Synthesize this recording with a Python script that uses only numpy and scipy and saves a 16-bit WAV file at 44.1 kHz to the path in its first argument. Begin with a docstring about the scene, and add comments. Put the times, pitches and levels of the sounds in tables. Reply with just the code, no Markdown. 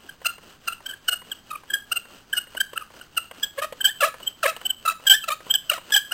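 """Bow drill in the night woods

One microphone, close to a bow drill worked at a little over two round trips a second. The wooden spindle
sticks and slips in its socket in short squeaks; under load it drops an octave and croaks. The tip rubs
dryly, the spindle knocks as the bow turns round, and farther off the trees answer over the still night.
A low-rate recorder adds a metallic sheen."""
import sys
import numpy as np
from scipy import signal
from scipy.fft import rfft, irfft, next_fast_len
from scipy.io import wavfile
from scipy.ndimage import uniform_filter1d, minimum_filter1d, map_coordinates

SR = 44100
rng = np.random.default_rng(int(sys.argv[2]) if len(sys.argv) > 2 else 0)


def materialize(psi):
    """Save the field psi as 16-bit PCM at rate SR to the path in sys.argv[1].

    A 1-D psi becomes a single channel; in a 2-D psi each row is a channel.
    """
    bounded = np.clip(np.atleast_2d(psi).T, -1, 1)
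    quanta = np.round(bounded * 32767).astype(np.int16)
    wavfile.write(sys.argv[1], SR, quanta)


N = 270333
T = np.arange(N) / SR
TURN_S, ROUND_TRIP_S = 0.381, 0.4178  # an outward stroke starts at this moment and once every round trip

# How the wood radiates the squeaks. Each row: frequency in Hz, gain in dB.
BOARD_RESPONSE = [(300, -10), (550, 2), (850, -7), (1250, -0.5), (1450, -6.5), (1700, 7), (1830, 1),
                  (1980, -2), (2200, -4), (3050, 2), (3350, -4), (3650, -3), (3950, -1.5), (4300, -4.5),
                  (4700, -4), (5200, 5)]

def squeak(jitter=0.0125, croak_jitter=0.021, shimmer_rad=0.11, smear_rad=0.59, flutter_db=4.5):
    """The spindle sticks and slips; alternating strong and weak slips add lines between the harmonics."""
    hz, (fundamental, octave, croak, rasp) = slip_controls()
    load = croak / (croak + fundamental + octave + 1e-9)
    hz = hz * (1 + (jitter + croak_jitter * load) * wobble(450))  # uneven grain makes the slips uneven
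    phase = 2 * np.pi * np.cumsum(hz) / SR
    low_halves = np.sqrt(croak * rasp) * amp(-6)
    third = rasp * amp(-3.5)
    high_halves = third * amp(-5)
    fourth = third * amp(-2) * np.sqrt(load)  # the highest partials need a heavy load
    partials = [(0.5, croak), (1, fundamental), (1.5, low_halves), (2, octave), (2.5, low_halves),
                (3, third), (3.5, high_halves), (4, fourth), (4.5, high_halves * load)]
    tone = np.zeros(N)
    for ratio, strength in partials:
        flutter = amp(flutter_db * wobble(220))
        scatter = (shimmer_rad + smear_rad * load) * wobble(600)  # load blurs the high partials most
        tone += np.sqrt(2) * strength * flutter * np.sin(ratio * (phase + scatter))
    grit = noise([(300, -14), (700, 0), (2000, -1), (5300, 0)])
    grit *= 1 + np.cos(phase / 2)  # every second slip tears fibres
    tearing = amp(-1) * rasp * np.sqrt(load + 0.19) + amp(-21) * fundamental  # light squeaks stay clear
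    return filtered(tone + tearing * grit, lambda f: amp(along(BOARD_RESPONSE, f)))


def slip_controls():
    """Slip rate and strengths of fundamental, octave, croak and rasp; the louder squeak leads in pitch."""
    weight, weighted_hz, power = np.full(N, 1e-20), np.zeros(N), np.zeros((4, N))
    for near, hz, gain, octave_db, croak_db, rasp_db in [*chirps(), *squeals()]:
        fundamental = gain / np.hypot(1, amp(octave_db))
        strengths = [fundamental, fundamental * amp(octave_db), gain * amp(croak_db), gain * amp(rasp_db)]
        power[:, near] += np.square(strengths)
        weight[near] += gain ** 2
        weighted_hz[near] += gain ** 2 * hz
    return weighted_hz / weight, np.sqrt(power)


# Short chirps from the socket. Each row: centre in seconds, length in seconds, slip rate in Hz,
# relative level in dB, octave against the fundamental in dB, rasp against the level in dB.
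SOCKET_CHIRPS = [(0.096, 0.0076, 1568, -32, -3.5, -20), (0.25, .0065, 1468, -27, -7, -11.5),
                 (0.264, 0.015, 1382, -16.5, 2.5, -6), (0.294, 0.029, 1394, -31, -10.5, -25),
                 (0.6812, .012, 1380, -17, 1.5, -10.5), (.697, .025, 1356, -31, 0, -20),
                 (.726, 0.015, 1368, -27.5, 3.5, -17.5), (.865, .013, 1547, -27.5, 7, -15),
                 (0.904, 0.03, 1547, -34.5, 0.5, -14), (0.938, .013, 1630, -38, -2, -28),
                 (1.089, .014, 1449, -16, -3, -10.5), (1.129, 0.028, 1434, -22, 0, -13.5),
                 (1.3204, .014, 1569, -27.5, 13.5, -22), (1.512, .012, 1262, -26, -5, -11),
                 (1.534, .017, 1236, -33.5, -24, -25), (1.556, .012, 1239, -29, -8.5, -32),
                 (1.7096, .023, 1614, -32.5, 5, -23.5), (1.7417, .013, 1644, -16, 10, -18.5),
                 (1.752, 0.016, 1615, -28, -12, -19), (1.9234, 0.012, 1401, -15, 1.5, -13.5),
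                 (1.969, 0.017, 1404, -20, 5, -16), (2.3344, 0.0075, 1546, -19.5, 0, -22.5),
                 (2.351, .018, 1459, -34, -4, -11), (2.378, .02, 1437, -17.5, 0.5, -13.5),
                 (2.574, 0.013, 1487, -25, -5.5, -23.5), (2.6096, 0.013, 1570, -16, 2, -12),
                 (2.7684, .015, 1316, -28, -9, -20.5), (2.778, .005, 1426, -20.5, 0.5, -22),
                 (2.817, .017, 1261, -33.5, -13, -28), (3.0162, 0.0089, 1464, -33, -10, -30),
                 (3.178, 0.017, 1394, -16.5, 1.5, -15.5), (3.438, 0.016, 1647, -17.5, 13, -13.5),
                 (3.8132, 0.016, 1557, -27.5, -0.5, -23), (4.233, 0.018, 1497, -42, 19.5, -12),
                 (4.277, 0.021, 1575, -25.5, 26, -40), (4.661, .015, 1516, -17.5, 26, -24.5),
                 (4.7046, 0.016, 1538, -20.5, 16, -25), (5.243, .012, 1339, -27, -6, -12.5),
                 (5.511, 0.017, 1588, -15.5, 28, -28), (5.5412, 0.0036, 1698, -16.5, 14.5, -9.5),
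                 (5.5515, .016, 1591, -12, 22, -26), (6.1227, 0.017, 1437, -21, -7, -17)]

def chirps(mean_glide_hz=-14.5, glide_spread_hz=95):
    """The spindle catches for a moment: a quick swell and fade while the pitch slides up or down."""
    glides = mean_glide_hz + glide_spread_hz * rng.standard_normal(len(SOCKET_CHIRPS))
    for (centre, length, hz, db, octave_db, rasp_db), glide_hz in zip(SOCKET_CHIRPS, glides):
        near = slice(max(int((centre - 3 * length) * SR), 0), int((centre + 3 * length) * SR))
        offset = (T[near] - centre) / length
        swell = bell(offset, width=np.where(offset < 0, 0.88, 1.08))
        sliding_hz = hz + glide_hz * np.clip(offset, -0.5, 0.5)
        _, _, croak_db = timbre(hz)
        yield near, sliding_hz, amp(db) * swell, octave_db, croak_db, rasp_db


# Drawn-out squeals, one curve each. Each row of a curve: time in seconds, slip rate in Hz,
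# relative level in dB, half-pitch croak against the level in dB.
SQUEAL_CURVES = [
    [(3.572, 1042, -52, 3), (3.578, 1078, -42.5, -1.5), (3.59, 1135, -26, 0.5), (3.6, 1119, -33.5, 1.5),
     (3.608, 1138, -48.5, 5)],
    [(3.615, 1241, -43, -6), (3.623, 1244, -23, -10), (3.639, 1252, -30, -3), (3.651, 1252, -28, 1),
     (3.665, 1254, -59, 2)],
    [(3.84, 1620, -25, -21.5), (3.844, 1608, -15.5, -37), (3.85, 1579, -7, -44), (3.86, 1541, -16.5, -24),
     (3.88, 1635, -27.5, -8), (3.89, 1711, -27.5, -13), (3.902, 1764, -34, -14.5)],
    [(4.002, 1425, -34, -15), (4.008, 1390, -17, -16), (4.016, 1354, -19, -11), (4.03, 1137, -20.5, -3.5),
     (4.036, 1114, -17.5, -2.5), (4.05, 1290, -17.5, -8), (4.06, 1360, -23.5, -6.5),
     (4.076, 1259, -29.5, -1), (4.086, 1293, -30.5, -13), (4.1, 1310, -43, -10.5)],
    [(4.426, 1401, -37.5, -13.5), (4.432, 1373, -18.5, -16.5), (4.44, 1301, -18, -10),
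     (4.452, 1114, -28.5, -0.5), (4.46, 1032, -18, -2), (4.466, 1165, -20.5, -3), (4.472, 1288, -28, -1.5),
     (4.476, 1300, -21.5, -8), (4.498, 1310, -22.5, -12), (4.52, 1256, -44, -6.5)],
    [(4.85, 1379, -28, 1), (4.86, 1341, -19, -27.5), (4.87, 1298, -25.5, -27)],
    [(4.873, 1319, -24.5, -27), (4.881, 1293, -18, -45.5), (4.893, 1298, -20.5, -47),
     (4.923, 1311, -30, -12.5), (4.93, 1313, -37, -9.5)],
    [(5.062, 1620, -42.5, -22), (5.07, 1611, -12.5, -31), (5.087, 1596, -13.5, -25)],
    [(5.096, 1594, -13.5, -17), (5.11, 1571, -3, -23.5), (5.13, 1547, -9.5, -29.5),
     (5.144, 1724, -14.5, -26), (5.156, 1760, -23.5, -28.5), (5.17, 1723, -38, -34)],
    [(5.275, 1362, -32.5, -3), (5.283, 1323, -24, -9.5), (5.291, 1245, -19.5, -13),
     (5.297, 1218, -29.5, -8.5)],
    [(5.301, 1172, -23.5, -21), (5.309, 1166, -24.5, -21), (5.319, 1226, -21.5, -18.5),
     (5.331, 1256, -24.5, -27), (5.345, 1240, -38.5, -10)],
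    [(5.692, 1524, -30, -30), (5.7, 1443, -14.5, -40), (5.708, 1327, -27.5, -17.5), (5.72, 1162, -19.5, -5),
     (5.724, 1260, -26, -1.5)],
    [(5.728, 1442, -36.5, -6), (5.732, 1516, -31, -8), (5.736, 1486, -21.5, -12), (5.75, 1282, -32.5, -6),
     (5.758, 1290, -30, -10), (5.772, 1261, -38, -3.5)],
    [(5.919, 1706, -22, -34), (5.925, 1693, -15, -31), (5.941, 1672, -13.5, -32),
     (5.953, 1522, -14.5, -22.5), (5.965, 1679, -10.5, -15.5), (5.979, 1610, -15.5, -32),
     (5.995, 1558, -29.5, -23)],
]

def squeals(gain_db=-1.5, catch_s=0.003, release_s=0.0033):
    """The hand bears down: the spindle catches, squeals or croaks along its curve and lets go."""
    for curve in SQUEAL_CURVES:
        times, *columns = np.transpose(curve)
        near = (T > times[0]) & (T < times[-1] + 10 * release_s)
        t = T[near]
        hz, db, croak_db = (np.interp(t, times, column) for column in columns)
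        catch = 1 - np.exp(-((t - times[0]) / catch_s) ** 2)
        release = np.exp(-np.maximum(t - times[-1], 0) / release_s)
        octave_db, rasp_db, _ = timbre(hz)
        yield near, hz, amp(db + gain_db) * catch * release, octave_db, croak_db, rasp_db


# The spindle's tone. Each row: slip rate in Hz, a squeal's octave against its fundamental in dB,
# a squeal's rasp against its level in dB, a chirp's croak against its level in dB.
SLIP_TIMBRE = [(1110, -3, -7, -19), (1291.4, -7.5, -8, -33), (1434, -3.5, -10, -23.5),
               (1569, 14, -15.5, -30), (1678.5, 7, -11, -39), (1763, -2.5, -14, -40)]

def timbre(hz):
    """Slow slips are raspy; near 1560 Hz the octave meets a resonance of the spindle and rings clear."""
    rates, *columns = np.transpose(SLIP_TIMBRE)
    return [np.interp(hz, rates, column) for column in columns]


# The spindle jumps in its socket. Each row: start in seconds, relative level in dB, tick offset in dB.
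HARD_KNOCKS = [(.216, -28.5, -17), (.804, -29.5, -18), (2.549, -24.5, -11), (2.732, -24, -4.5),
               (2.902, -32, -18), (3.311, -23, -6.5), (3.724, -20.5, 0), (4.201, -26.5, -6),
               (4.525, -24, -22), (4.564, -22.5, 2), (4.614, -22.5, -10), (4.999, -33, -20),
               (5.055, -28, -2), (5.404, -26, -15), (5.466, -25, -16), (5.495, -26.5, 1.5),
               (5.778, -21, -3.5), (5.904, -23.5, 4.5)]
# Resonances of the knocked wood. Each row: frequency in Hz, width in Hz, gain in dB.
WOOD_MODES = [(522, 116, 1.5), (1000, 110, 2.5), (1720, 940, -5.5), (2220, 710, -10.5)]

def knocks(rise_s=0.001, body_t60=0.04, tick_t60=0.028, body_db=-8, tick_db=-6):
    """Wood chatters briefly on wood, close by: a hollow body and a dry tick."""
    body, tick = np.zeros(N), np.zeros(N)
    for start, db, treble_db in [*HARD_KNOCKS, *turn_knocks()]:
        near = slice(int(start * SR), int(start * SR) + SR // 10)
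        t = T[near] - T[near][0]
        onset = amp(db) * (1 - np.exp(-t / rise_s))
        body[near] += onset * amp(-60 * t / body_t60)
        tick[near] += onset * amp(treble_db - 60 * t / tick_t60)

    def wood(f):
        return sum((-1) ** k * amp(db) * 1j * f * width / (hz ** 2 - f ** 2 + 1j * f * width)
                   for k, (hz, width, db) in enumerate(WOOD_MODES))

    hollow = unit(filtered(rng.standard_normal(N), wood))
    bright = noise([(800, -33), (2000, -14.5), (2900, 14.5), (3600, -1.5), (5300, -8)])
    return amp(body_db) * body * hollow + amp(tick_db) * tick * bright


def turn_knocks(level_db=-30.5, scatter_db=4, treble_db=-12.5, rebound_s=0.051, rebound_db=-9):
    """The spindle tips over in its socket as each outward stroke starts, then rocks back."""
    turns = np.arange(TURN_S, T[-1], ROUND_TRIP_S)
    levels = level_db + scatter_db * rng.standard_normal(len(turns))
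    hard_starts = np.transpose(HARD_KNOCKS)[0]
    for turn, turn_db in zip(turns, levels):
        for start, db in [(turn, turn_db), (turn + rebound_s, turn_db + rebound_db)]:
            # a hard knock within 25 ms takes the soft one's place
            if start < T[-1] and np.abs(hard_starts - start).min() > 0.025:
                yield start, db, treble_db


# The dry rub at the tip. Each row: frequency in Hz, relative noise density in dB.
RUB_SPECTRUM = [(100, -18.5), (350, -1.5), (600, 0.5), (900, -8), (1400, 3), (2200, -10), (2950, 4.5),
                (3600, -8), (5300, -3.5)]

def rubbing(out_db=-46, back_db=-46.5, growth_db_per_s=0.8, creep=0.063, grain_db=3, spin_db=-0.5):
    """The tip grinds charred dust: loudest in mid-stroke, faint when the bow turns, uneven as it spins."""
    swing = np.sin(np.pi * stroke())
    speed = creep + (1 - creep) * np.abs(swing)
    outward = (1 + swing) / 2
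    push_db = out_db + growth_db_per_s * T  # the hand bears down more and more
    pressure_db = outward * push_db + (1 - outward) * back_db + 0.8 * wobble(5.19)
    dust = unit(noise(RUB_SPECTRUM) * amp(grain_db * wobble(700) + spin_db * wobble(41)))
    return amp(pressure_db) * speed * dust


# The low scuff. Each row: frequency in Hz, relative noise density in dB.
SCUFF_SPECTRUM = [(120, -21.5), (250, -8), (360, -6), (500, -17.5), (900, -18), (3000, -38)]

def scuffs(delay_s=0.09, length_s=0.049, level_db=-54):
    """Early in each outward stroke comes a short, soft swell of low friction noise."""
    from_peak = (T - TURN_S - delay_s + ROUND_TRIP_S / 2) % ROUND_TRIP_S - ROUND_TRIP_S / 2
    return amp(level_db) * bell(from_peak, length_s) * noise(SCUFF_SPECTRUM)


# The woods around the microphone. Each row: frequency in Hz, time to die away by 60 dB in seconds.
WOODS_DECAY = [(200, 0.76), (700, 0.14), (1500, 0.34), (3100, 0.3), (4300, 0.38), (5500, 0.26)]

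def tree_echoes(drill, delay_s=0.016, build_s=0.00033, paths=5):
    """Scattered echoes from the trunks build up, then die at a speed that depends on frequency."""
    hz, t, spectra = signal.stft(rng.standard_normal((paths, SR * 3 // 4)), SR, nperseg=256)
    swell = 1 - np.exp(-np.maximum(t - delay_s, 0) / build_s)
    decay = amp(-60 * t / along(WOODS_DECAY, hz)[:, None])
    _, tails = signal.istft(spectra * swell * decay, SR, nperseg=256)
    tails /= np.linalg.norm(tails, axis=1, keepdims=True)
    # the crouching body sways with the bow, so each stroke meets another set of echo paths
    path = np.floor(stroke()) % paths
    return sum(signal.fftconvolve(drill * (path == k), tail)[:N] for k, tail in enumerate(tails))


# The background of the woods at night. Each row: frequency in Hz, relative noise density in dB.
NIGHT_SPECTRUM = [(15, 2), (40, -3.5), (100, -2.5), (250, -3.5), (500, -12.5), (1000, -10.5), (2500, -18),
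                  (5400, -16.5)]

def night(level_db=-53):
    """A faint, steady hush behind the drill."""
    return amp(level_db) * noise(NIGHT_SPECTRUM)


def stroke():
    """Strokes of the bow so far, per sample: even ones go out, odd ones come back."""
    return 2 * (T - TURN_S) / ROUND_TRIP_S


def amp(db):
    """Decibels to gain."""
    return 10 ** (np.asarray(db) / 20)


def unit(x):
    """Scale to rms 1."""
    return x / np.sqrt(np.mean(x ** 2) + 1e-20)


def bell(offset, width):
    """A bell-shaped swell that peaks at offset 0."""
    return np.exp(-(2 * offset / width) ** 2)


def along(points, hz):
    """(Hz, value) points read on a log frequency axis."""
    frequencies, values = np.transpose(points)
    return np.interp(np.log(hz + 1), np.log(frequencies), values)


def wobble(rate):
    """A smooth random curve, rate knots a second."""
    return map_coordinates(rng.standard_normal(int(N * rate / SR) + 4), [T * rate])


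def filtered(x, response):
    """Pass x through a complex response of frequency."""
    size = next_fast_len(N + SR // 2)
    return irfft(rfft(x, size) * response(np.fft.rfftfreq(size, 1 / SR)), size)[:N]


def noise(spectrum):
    """Noise of rms 1, coloured by (Hz, dB) points."""
    return unit(filtered(rng.standard_normal(N), lambda hz: amp(along(spectrum, hz))))


def scene(echo_db=-17):
    """At the microphone, in mono: the drill close by, its echo among the trees and the still night."""
    drill = squeak() + knocks() + rubbing() + scuffs()
    return (drill + amp(echo_db) * tree_echoes(drill) + night())[None]


def record(dry, band_hz=5300, ceiling=0.87, hold_samples=4, top_hz=15850):
    """The recorder limits peaks and holds samples at a quarter rate, mirroring squeaks into the treble."""
    band = filtered(dry[0], lambda hz: 1 / np.sqrt(1 + (hz / band_hz) ** 60))
    needed_gain = np.minimum(1, ceiling / (np.abs(band) + 1e-9))
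    smooth_gain = uniform_filter1d(minimum_filter1d(needed_gain, size=130), size=130)
    held = np.repeat((smooth_gain * band)[::hold_samples], hold_samples)[:N]
    return filtered(held, lambda hz: hz < top_hz)[None]


dry = scene()
out = record(dry)
materialize(out)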